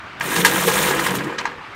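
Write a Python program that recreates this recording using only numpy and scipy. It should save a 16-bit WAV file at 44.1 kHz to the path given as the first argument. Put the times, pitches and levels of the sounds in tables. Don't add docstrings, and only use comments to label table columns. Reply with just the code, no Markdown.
import sys
import numpy as np
from scipy import signal
from scipy.fft import rfft, irfft
from scipy.io import wavfile
from scipy.ndimage import uniform_filter1d

SR = 44100
rng = np.random.default_rng(int(sys.argv[2]) if len(sys.argv) > 2 else 0)


def dump_mix(stems):
    frames = np.atleast_2d(stems).T
    limited = np.clip(frames, -1, 1)
    pcm = np.round(limited * 32767).astype(np.int16)
    wavfile.write(sys.argv[1], SR, pcm)


N = 77175

# t/s, level/dB
RATTLE_LEVEL = [(.205, -32), (.23, -27.5), (.28, -30), (.34, -22.5), (.43, -26), (.49, -22), (.65, -22.5),
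                (.665, -40.5), (.68, -17.5), (.72, -24.5), (.77, -20.5), (.87, -21.5), (1.0, -23),
                (1.05, -23), (1.08, -22), (1.14, -27), (1.2, -29.5), (1.34, -32), (1.37, -37), (1.41, -28),
                (1.44, -33.5), (1.5, -38), (1.56, -52)]
# f/Hz, relative level/dB, full t60/s
CASTING_MODES = [(855, 0.5, 0.11), (943, 4.5, 0.088), (1010, 5.5, 0.028), (1218, -1.5, 0.13),
                 (1470, -22, 0.032), (1651, 11, 0.048), (1845, 9.5, 0.017), (2079, 5.5, 0.03),
                 (2404, 5, 0.022), (2733, -2, 0.16), (3015, 2, 0.035)]
BLUR_HZ = 409
PATCH_DB = 2


def amp(db):
    return 10 ** (np.asarray(db) / 20)


def evened(x):
    return x / np.sqrt(np.mean(x ** 2) + 1e-20)


def steady(x, size=2000):
    return x / np.sqrt(uniform_filter1d(x ** 2, size) + 1e-9)


def curve(table, col=1, off=-120.):
    rows = np.array(table)
    return np.interp(np.arange(N) / SR, rows[:, 0], rows[:, col], off, off)


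def coloured(x, points):
    hz, db = np.transpose(points)
    f = np.fft.rfftfreq(len(x), 1 / SR)
    gain_db = np.interp(np.log(f + 1), np.log(hz), db, db[0] - 26)
    return irfft(rfft(x) * amp(gain_db), len(x))


def resonate(x, hz, width_hz):
    return signal.lfilter(*signal.iirpeak(hz, hz / width_hz, SR), x)


def smooth_noise(length, size):
    return evened(uniform_filter1d(rng.standard_normal(length), size))


def grit(length=N, size=40):
    grit_db = 2
    return evened(amp(grit_db * smooth_noise(length, size)))


def patchy(x, depth_db, size):
    z = signal.stft(x, nperseg=size)[2]
    patches = uniform_filter1d(rng.standard_normal(z.shape), 6, 0)
    patches = evened(uniform_filter1d(patches, 6, 1))
    return evened(signal.istft(z * amp(depth_db * patches), nperseg=size)[1][:N])


def yard():
    # f/Hz, relative density/dB per Hz
    yard_colour = [(15, -56), (25, -27), (49, -10), (126, -2.5), (199, -9.5), (290, -7.5), (389, -6.5),
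                   (458, -13), (1170, -2), (2430, -8), (15600, -52.5)]
    yard_db = -36
    hiss = coloured(rng.standard_normal(N), yard_colour)
    return amp(yard_db) * patchy(hiss, depth_db=1.5, size=512)


def teeth():
    # t/s, tooth rate/Hz
    speed = [(.199, 56), (.215, 126), (.23, 172), (.26, 280), (.31, 255), (.39, 396), (.5, 465), (.55, 515),
             (.66, 495), (.8, 510), (.95, 504), (1.1, 500), (1.3, 283), (1.42, 210)]
    spread_db, jitter_teeth = 0.5, 0.15
    rate_hz = curve(speed, off=0.)
    phase = np.cumsum(rate_hz) / SR
    wobble = smooth_noise(N, 200) * jitter_teeth * rate_hz / BLUR_HZ
    count = np.floor(phase + 1 + wobble) * (rate_hz > 0)
    hit = np.diff(np.maximum.accumulate(count), prepend=0) > 0
    ticks = hit * amp(spread_db * rng.standard_normal(N))
    return ticks, phase, rate_hz


def tick_bursts(ticks, t60_s):
    t = np.arange(1500) / SR
    return signal.oaconvolve(ticks, amp(-60 * t / t60_s))[:N]


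def fizz(ticks, rate_hz):
    # t/s, level/dB
    fizz_level = [(.199, -42), (.23, -35.5), (.256, -30.5), (.35, -24.5), (.41, -22.5), (.44, -30),
                  (.49, -24.5), (.66, -23.5), (.68, -20.5), (.716, -27), (.74, -22.5), (.78, -21),
                  (.9, -22.5), (.93, -30.5), (1.026, -31.5), (1.054, -24.5), (1.1, -33), (1.136, -35.5),
                  (1.156, -25), (1.175, -33.5), (1.2, -44), (1.3, -55), (1.35, -68), (1.42, -72)]
    # f/Hz, relative density/dB per Hz
    fizz_colour = [(1760, -7), (3000, -3.5), (3740, -2.5), (4790, -13.5), (5350, -9), (6900, -6),
                   (7970, -8), (9030, -3.5), (10800, -13), (11900, -8.5), (14000, -10), (17000, -10)]
    tick_t60_s, blur_share = .015, .18
    shape = tick_bursts(ticks, tick_t60_s) + blur_share * (rate_hz / BLUR_HZ) ** 2
    hiss = patchy(coloured(rng.standard_normal(N), fizz_colour), PATCH_DB, size=128) * grit()
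    return hiss * steady(shape + 1e-4) * amp(curve(fizz_level))


def drone(phase, rate_hz):
    # f/Hz, width/Hz, relative level/dB
    frame = [
        [(142.4, 8.7, 0)],
        [(182.7, 13.9, 0)],
        [(228, 29.5, -2), (288.2, 21, 0), (321.8, 24.6, 0.5), (384.6, 16, -1)],
        [(479.5, 45, 5), (513, 21, -5)],
    ]
    # t/s, group 1..4 level/dB
    drone_level = [(0.2, -50, -56, -51, -52), (0.27, -35.5, -30.5, -32.5, -37),
                   (0.332, -54, -49, -30.5, -34), (0.39, -31, -22, -28, -25.5),
                   (0.46, -41, -29, -29, -27.5), (0.534, -31.5, -36.5, -31.5, -30),
                   (0.574, -42, -25.5, -29, -31.5), (0.624, -35.5, -33, -36, -32.5),
                   (0.664, -51, -23, -35, -25), (0.718, -35.5, -34.5, -34, -27.5),
                   (0.788, -35.5, -27.5, -30, -29.5), (0.866, -39.5, -29.5, -31.5, -28),
                   (0.932, -32.5, -42, -30, -27), (0.976, -44.5, -28.5, -32.5, -32),
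                   (1.046, -37.5, -37.5, -33.5, -36.5), (1.116, -32.5, -26.5, -30.5, -31.5),
                   (1.28, -34.5, -39.5, -29, -35.5), (1.314, -60, -54, -35, -32.5),
                   (1.384, -50, -45.5, -39.5, -39.5), (1.6, -62, -55.5, -49, -45)]
    whine_db = -5
    shake = rng.standard_normal(N)
    groups = []
    for modes in frame:
        rings = 0
        for hz, width_hz, db in modes:
            ring = resonate(resonate(shake, hz, width_hz), hz, 2 * width_hz)
            rings = rings + amp(db) * evened(ring)
        groups.append(steady(rings, size=1600))
    whine = amp(whine_db) * np.sin(2 * np.pi * phase) * (rate_hz / BLUR_HZ) ** 3
    groups[3] = evened(groups[3] + whine)
    return sum(g * amp(curve(drone_level, col=k + 1)) for k, g in enumerate(groups))


def rumble():
    rumble_db = -24
    shake = resonate(resonate(rng.standard_normal(N), 73, 60), 60, 53)
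    return evened(shake) * amp(rumble_db + curve(RATTLE_LEVEL))


def rattle(ticks):
    # f/Hz, relative density/dB per Hz
    rattle_colour = [(320, -89), (550, -5), (750, -3.5), (992, -1), (1520, -2), (1650, -3), (6000, -27.5),
                     (7800, -23), (13200, -120)]
    ring_db = -5
    rub_width = 1.6
    push = steady(tick_bursts(ticks, t60_s=0.029) + 1.9)
    drive = patchy(rng.standard_normal(N), PATCH_DB, size=256) * push * grit(size=250)
    rings = sum(amp(db) * evened(resonate(drive, hz, rub_width / t60))
                for hz, db, t60 in CASTING_MODES)
    grind = evened(coloured(drive, rattle_colour))
    return steady(grind + amp(ring_db) * evened(rings), size=4000) * amp(curve(RATTLE_LEVEL))


def knocks():
    # t/s, ring peak/dB, ring tilt/dB per octave, rise/s, crack before filters/dB,
    # crack edge/Hz (capped at 16 kHz), decay length of ring and crack/share of full t60,
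    # thud before its envelope/dB
    blow_table = [(0.206, -9.5, 2.5, 0.0056, -21, 7370, 0.66, -44),
                  (0.3182, -13.5, -13, 0.0018, -26, 8900, .6, -23),
                  (0.357, -14, 3, 0.0071, -14, 8700, 1.1, -15),
                  (0.4466, 1.5, -3, 0.0031, -4.5, 14700, 1, -19),
                  (0.675, -19.5, -18, 0.0076, -25, 12800, 4.9, 0.5),
                  (0.7217, -24, 11, .002, -17, 13000, 0.17, -33),
                  (0.907, -15, -18, 0.0043, -18.5, 9235, 0.4, -10),
                  (0.993, -25, 7, .004, -18.5, 14000, 0.67, -34),
                  (1.06, -12, -9, 0.0082, -18, 8900, 0.66, -25),
                  (1.104, -21, -12, 0.0041, -18.5, 12970, 0.2, -17.5),
                  (1.184, -36, 9, 0.0026, -20.5, 5000, 0.66, -19),
                  (1.2421, -29, 16, 0.0019, -30, 12900, 0.36, -31),
                  (1.3799, -13, -4, 0.0084, -15, 6200, 0.39, -46),
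                  (1.453, -6.5, -6.5, 0.0027, -22, 7000, 0.42, -49),
                  (1.4589, -18, -3, .002, -44, 6000, 0.52, -50),
                  (1.473, -18, -8, .003, -29, 4980, 0.76, -43),
                  (1.516, -23.5, -11, 0.0039, -46, 5000, 0.68, -50)]
    focus_db = 6
    crack_t60_s, crack_soft_hz = 0.14, 6150
    thud_hz, thud_t60_s, thud_rise_s = 462.3, 0.072, 0.011
    size = 9000
    out, t = np.zeros(N + size), np.arange(size) / SR
    hz, db, t60 = np.transpose(CASTING_MODES)[:, :, None]
    octaves = np.log2(hz / 1700)
    for start, ring_db, tilt_db, rise, crack_db, edge_hz, length, thud_db in blow_table:
        rising = np.sin(np.pi / 2 * np.minimum(t / rise, 1)) ** 2
        after = np.maximum(t - rise, 0) / length

        mode_db = db + tilt_db * octaves - focus_db * abs(octaves) - 60 * after / t60
        mode_phase = 9 * rng.standard_normal((len(hz), 1))
        ring = rising * (amp(mode_db) * np.sin(2 * np.pi * hz * t + mode_phase)).sum(0)

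        crack = rng.standard_normal(size) * grit(size) * rising
        crack = crack * amp(crack_db - 60 * after / crack_t60_s)
        band = signal.butter(3, [1300, min(edge_hz, 16000)], "band", fs=SR, output="sos")
        crack = signal.sosfilt(band, crack)
        crack = signal.lfilter(*signal.butter(1, crack_soft_hz, fs=SR), crack)

        thud = np.sin(2 * np.pi * thud_hz * t) * (1 - np.exp(-t / thud_rise_s))
        thud = thud * amp(thud_db - 60 * t / thud_t60_s)

        at = round(start * SR)
        out[at:at + size] += amp(ring_db) * ring / abs(ring).max() + crack + thud
    return out[:N]


def walls(x):
    echo_t60_s, size = 0.067, 12000
    t = np.arange(size) / SR
    tail = rng.standard_normal(size) * (rng.random(size) < .05) * (t > .006)
    tail = tail * amp(-60 * t / echo_t60_s)
    tail = signal.lfilter(*signal.butter(1, 5000, fs=SR), tail)
    return signal.fftconvolve(x, tail / np.linalg.norm(tail))[:N]


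def moans():
    # start/s, length/s, mid pitch/Hz, level before doubling and grit/dB
    moan_table = [(0.499, 0.066, 332.3, -31), (0.637, 0.087, 367, -32), (0.883, 0.075, 378.5, -30.5),
                  (0.949, 0.083, 319.8, -31), (1.103, 0.156, 286, -32), (1.234, 0.072, 317, -35.5)]
    rise, waver_depth = .04, 0.025
    size = 9000
    out = np.zeros(N)
    for start, length, hz, db in moan_table:
        u = np.arange(0, length, 1 / SR) / length
        waver = waver_depth * smooth_noise(size, 600)[:len(u)]
        cycles = np.cumsum(hz * (1 + rise * (u - .5) + waver)) / SR + rng.random()
        swell = 2 * np.sqrt(np.sin(np.pi * u)) * grit(length=size, size=500)[:len(u)]
        out[round(start * SR):][:len(u)] += amp(db) * swell * np.sin(2 * np.pi * cycles)
    return out


def scene():
    wet_db = -15
    ticks, phase, rate_hz = teeth()
    blows = knocks()
    starter = fizz(ticks, rate_hz) + rattle(ticks)
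    frame_sound = drone(phase, rate_hz) + rumble() + moans()
    mix = yard() + starter + frame_sound + blows + amp(wet_db) * walls(blows)
    return mix[None]


def record(dry):
    edge_hz = 15720
    lowpass = signal.firwin(511, edge_hz, window=("kaiser", 9), fs=SR)
    return signal.oaconvolve(np.clip(dry, -.95, .95), lowpass[None], "same")


dry = scene()
out = record(dry)
dump_mix(out)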